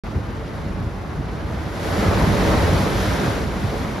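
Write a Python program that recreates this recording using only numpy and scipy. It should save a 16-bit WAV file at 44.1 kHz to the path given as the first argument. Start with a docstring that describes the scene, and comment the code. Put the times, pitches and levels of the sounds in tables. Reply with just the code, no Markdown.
"""The open sea roars steadily beyond the mouth of a sea cave, with dull booms among the rocks
where water traps air in hollows. Then one wave breaks at the opening: its roar swells over the deep
rumble of tumbling water, folded-in air gurgles as bubbles, and its foam hisses up the sand and
dies back. All of it is heard from inside, coloured by the cave's resonances and faint short echoes."""
import sys
import numpy as np
from scipy import signal
from scipy.fft import rfft, irfft
from scipy.io import wavfile
from scipy.ndimage import uniform_filter1d, map_coordinates

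SR = 44100
rng = np.random.default_rng(int(sys.argv[2]) if len(sys.argv) > 2 else 0)


def inscribe(sig):
    """Save sig as 16-bit PCM at rate SR to the path in sys.argv[1].

    A 1-D sig is mono; a 2-D sig holds one channel per row.
    Samples are clipped to [-1, 1] before scaling.
    """
    pcm = np.round(np.clip(np.atleast_2d(sig).T, -1, 1) * 32767)
    wavfile.write(sys.argv[1], SR, pcm.astype(np.int16))


N = 176400
T = np.arange(N) / SR
F = np.maximum(np.arange(N // 2 + 1) * SR / N, 1)


def undb(db):
    """Decibels to gain."""
    return 10 ** (np.asarray(db) / 20)


def fader(rows):
    """Gain over time from (time_s, level_db) points."""
    return undb(np.interp(T, *np.array(rows).T))


def across(rows):
    """(freq_hz, value) points joined on a log-frequency axis."""
    hz, value = np.array(rows).T
    return np.interp(np.log(F), np.log(hz), value)


def wander(rate_hz):
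    """Smooth random motion with a spread of 1."""
    motion = irfft(rfft(rng.standard_normal(N)) / (1 + (F / rate_hz) ** 4) * F / (F + 2), N)
    return motion / motion.std()


def pan(x, left_db):
    """Lean a stereo sound to one side; left_db is left minus right."""
    return x * undb(np.array([[left_db], [-left_db]]) / 2)


# How alike left and right are: freq_hz, correlation
STEREO_LIKENESS = [(60, 0.88), (250, 0.91), (600, 0.71), (1200, 0.59), (1750, 0.3), (2200, 0.64),
                   (4000, 0.58), (6000, 0.77), (9000, 1), (14000, 0.6)]
def place(spectra, colour_db):
    """Two unrelated spectra become a coloured stereo pair, narrow in the bass, widest in the upper mids."""
    likeness = np.clip(across(STEREO_LIKENESS), 0, .97)
    mid = spectra[0] * np.sqrt((1 + likeness) / 2)
    side = spectra[1] * np.sqrt((1 - likeness) / 2)
    return irfft(np.array([mid + side, mid - side]) * undb(colour_db), N)


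def churn(colour, surge_db, flicker_db, flicker_hz):
    """Turbulent water: octave bands of noise that surge together and flicker alone."""
    noise = rfft(rng.standard_normal((2, N))) * np.sqrt(SR / 2)
    surge = surge_db * wander(rate_hz=4.2)
    out = 0
    for octave in range(4, 15):
        band = np.maximum(1 - np.abs(np.log2(F) - octave), 0)
        out = out + irfft(noise * band, N) * undb(surge + flicker_db * wander(flicker_hz))
    return place(rfft(out), across(colour))


def pops(per_s, spread_db):
    """Two random trains of clicks of uneven size, rms 1."""
    hits = rng.random((2, N)) < per_s / SR
    polarity = rng.choice([-1, 1], (2, N))
    size = undb(spread_db * np.minimum(rng.exponential(size=(2, N)), 4))
    clicks = hits * polarity * size
    return clicks / (clicks.std() + 1e-12)


def cave_echo(x, t60_s=0.56, wet_db=-14):
    """Rock walls add a short dense tail."""
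    tail = rng.standard_normal((2, SR)) * undb(-60 * T[:SR] / t60_s)
    tail *= undb(wet_db) / np.sqrt(np.sum(tail ** 2) / 2)
    return x + signal.fftconvolve(x, tail, axes=1)[:, :N]


# Resonances of the cave: freq_hz, width_hz, lift_db
CAVE_MODES = [(55, 10, 2), (187, 17, 1.5), (316, 24, 2), (447, 42, 3), (573, 29, 3.5), (790, 46, 1)]
def cave_hollow(x):
    """The cave's resonances lift a few narrow bands in the bass and low mids."""
    lift_db = sum(db / (1 + (2 * (F - hz) / width) ** 2) for hz, width, db in CAVE_MODES)
    return irfft(rfft(x) * undb(lift_db), N)


# Short echo taps: delay_s, gain
ECHO_TAPS = [(.00092, 0.053), (.00302, 0.04), (.0093, .06), (0.0198, 0.071)]
def drifting_echoes(x, drift_s=.00015, drift_hz=.7):
    """Faint short echoes with slowly drifting delays give the water a shifting, comb-like colour."""
    out = x
    for delay_s, gain in ECHO_TAPS:
        read_at = (T - delay_s - drift_s * wander(drift_hz)) * SR
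        out = out + gain * np.array([map_coordinates(channel, [read_at], order=1) for channel in x])
    return out


# Tone of the open sea: freq_hz, level_db
SEA_COLOUR = [(18, -78), (30, -75), (46, -50.5), (90, -51.5), (200, -57), (400, -63.5), (900, -67),
              (1300, -70.5), (2000, -75), (2750, -83), (4000, -85), (6500, -92.5), (10000, -97.5),
              (15000, -103)]
# Its slow heave: time_s, level_db
SEA_HEAVE = [(0, -0.5), (.43, 0.94), (.75, 0.1), (.98, -0.4), (1.35, 0.1), (2, -1), (4, 0.7)]
def open_sea():
    """Water churning beyond the mouth lays down a steady, gently heaving roar."""
    return churn(SEA_COLOUR, surge_db=0.5, flicker_db=1.08, flicker_hz=24.7) * fader(SEA_HEAVE)


# Tone of the noise in a boom: freq_hz, level_db
BOOM_COLOUR = [(20, -73), (45, -44), (80, -41.5), (150, -46), (280, -49.5), (450, -65), (1000, -104)]
# Boom cues: peak_s, level_db, half_length_s, pitch_hz
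BOOM_CUES = [(0.171, 3.5, 0.013, 88), (0.67, -3, .02, 115), (.711, 0, 0.0063, 170),
             (0.754, -3.5, 0.0089, 72), (0.805, -3, .012, 150), (0.835, -7, .01, 68), (.868, 3, .0085, 95),
             (1.204, -1.5, .018, 130), (1.448, -2, .011, 90), (1.52, -8, 0.033, 100),
             (1.607, -4.5, .015, 92), (2.093, 5, 0.014, 85), (2.284, 4, .009, 160), (2.477, 5.5, .016, 88),
             (2.578, 1.5, .016, 75), (2.646, 2, 0.019, 90), (2.74, 1.5, .024, 110), (3.093, 4, .013, 95),
             (3.275, -2, .028, 135), (3.646, 3.5, .013, 125)]
def booms(tone_db=-22.5, noise_db=-4.5, sag_oct_per_s=16):
    """Air trapped by water in rock hollows throbs briefly, sagging in pitch, in a swell of low noise."""
    noise = rfft(rng.standard_normal((2, N))) * np.sqrt(SR / 2)
    low = place(noise, across(BOOM_COLOUR) + noise_db)
    power = np.mean(np.abs(signal.hilbert(low)) ** 2, axis=0)
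    low = low * np.sqrt(power.mean() / uniform_filter1d(power, size=500))  # even out the noise
    out = 0
    for (peak_s, db, half_s, hz), phase in zip(BOOM_CUES, rng.random(len(BOOM_CUES))):
        pitch_hz = hz * 2 ** (-sag_oct_per_s * np.clip(T - peak_s, -2 * half_s, 2 * half_s))
        throb = np.sqrt(2) * undb(tone_db) * np.sin(2 * np.pi * (phase + np.cumsum(pitch_hz) / SR))
        swell = np.exp(-.5 * ((T - peak_s) / half_s) ** 2)
        out = out + (low + throb) * undb(db) * swell
    return out


# Tone of the foam: freq_hz, level_db
FOAM_COLOUR = [(500, -80), (1500, -64), (2700, -71), (3800, -70.5), (5300, -74), (6500, -77), (9000, -78.5),
               (11000, -82), (13500, -82), (15500, -114)]
# Its run up the sand: time_s, level_db
FOAM_SWELL = [(0, -38), (1.3, -26), (1.7, -13.2), (1.85, -5.5), (2.0, -1), (2.25, -1.7), (2.6, 1),
              (2.88, -1.5), (3.0, 0), (3.24, -0.8), (3.3, -4.4), (3.5, -7.7), (3.68, -8), (4, -9)]
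def foam(spray_per_s=2700, spray_db=-13):
    """Foam on the sand: a smooth hiss with the fine crackle of bursting spray tucked under it."""
    hiss = churn(FOAM_COLOUR, surge_db=0.76, flicker_db=.5, flicker_hz=25)
    crackle = rfft(pops(spray_per_s, spread_db=0.5)) * np.sqrt(SR / 2)
    spray = place(crackle, across(FOAM_COLOUR) + spray_db)
    return (hiss + cave_echo(spray)) * fader(FOAM_SWELL)


def bubbles(pitches=20, per_s=800, decay_cycles=17, tilt_db_per_oct=-3.5):
    """Air folded into the wave rings as brief notes that rise a little."""
    out, t = 0, T[:SR // 10]
    for hz in np.geomspace(350, 4000, pitches) * np.exp(0.039 * rng.standard_normal(pitches)):
        age = t * hz / decay_cycles
        rise = 1 + 0.075 * np.minimum(age, 2)
        note = np.sin(2 * np.pi * hz * t * rise) * np.exp(-2 * age)
        note *= undb(tilt_db_per_oct * np.log2(hz / 1000)) / np.linalg.norm(note)
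        triggers = pops(per_s / pitches, spread_db=-1.5)
        out = out + signal.oaconvolve(triggers, note[None], axes=1)[:, :N]
    return cave_echo(place(rfft(out / out.std()), colour_db=-35.5))


# Tone of the wave's low weight and of its roar: freq_hz, level_db
RUMBLE_COLOUR = [(18, -70), (30, -71), (46, -44), (88, -40.5), (125, -44.5), (190, -43), (280, -58),
                 (500, -64), (1000, -102)]
ROAR_COLOUR = [(60, -82), (160, -50), (280, -50), (400, -49), (600, -51.5), (900, -54.5), (1300, -58),
               (2000, -62), (2750, -71), (4000, -74.5), (7000, -82.5), (15000, -105)]
# How each builds and falls away: time_s, level_db
RUMBLE_SWELL = [(0, -36), (1.3, -16.5), (1.8, -12), (2.05, -1), (2.4, -0.3), (2.7, 0), (2.95, -3.5),
                (3.3, -7.5), (3.6, -6), (4, -14.5)]
ROAR_SWELL = [(0, -31), (1.1, -26), (1.4, -16.5), (1.72, -12), (1.9, -6), (2.03, -0.7), (2.17, -1),
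              (2.38, -0.5), (2.49, 0.8), (2.62, -0.7), (2.8, -2.2), (3.02, -4.5), (3.22, -2), (3.48, -9),
              (3.7, -9.5), (4, -10)]
def breaker():
    """The mass of water tumbles: rumble below, roar and bubbles above."""
    rumble = churn(RUMBLE_COLOUR, surge_db=-0.1, flicker_db=0.5, flicker_hz=20)
    roar = churn(ROAR_COLOUR, surge_db=.5, flicker_db=1.37, flicker_hz=33.3)
    return rumble * fader(RUMBLE_SWELL) + (roar + bubbles()) * fader(ROAR_SWELL)


def scene():
    """All the water, coloured by the hollow of the cave and faint drifting echoes."""
    background = pan(open_sea() + booms(), left_db=-0.1)
    water = background + pan(breaker(), left_db=-0.5) + foam()
    return drifting_echoes(cave_hollow(water))


# Stereo balance: freq_hz, left_minus_right_db
STEREO_BALANCE = [(60, 1), (150, -1.8), (500, -0.3), (1900, 0), (2800, 3.5), (4000, 1), (5200, 2.5),
                  (7000, -0.5)]
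def record(dry, lag_s=.00018, lag_above_hz=5200, start_s=.036, top_hz=14100):
    """Treble reaches the left channel slightly late; the sound opens abruptly, its top cut."""
    left, right = rfft(dry)
    lean = undb(across(STEREO_BALANCE) / 2)
    late = np.exp(-2j * np.pi * F * lag_s * (F > lag_above_hz))
    fade_in = np.clip((T - start_s) * 1000, 0, 1)  # 1 ms
    heard = irfft(np.array([left * lean * late, right / lean]), N) * fade_in
    return signal.sosfilt(signal.ellip(10, .2, 80, top_hz, fs=SR, output="sos"), heard)


dry = scene()
out = record(dry)
inscribe(out)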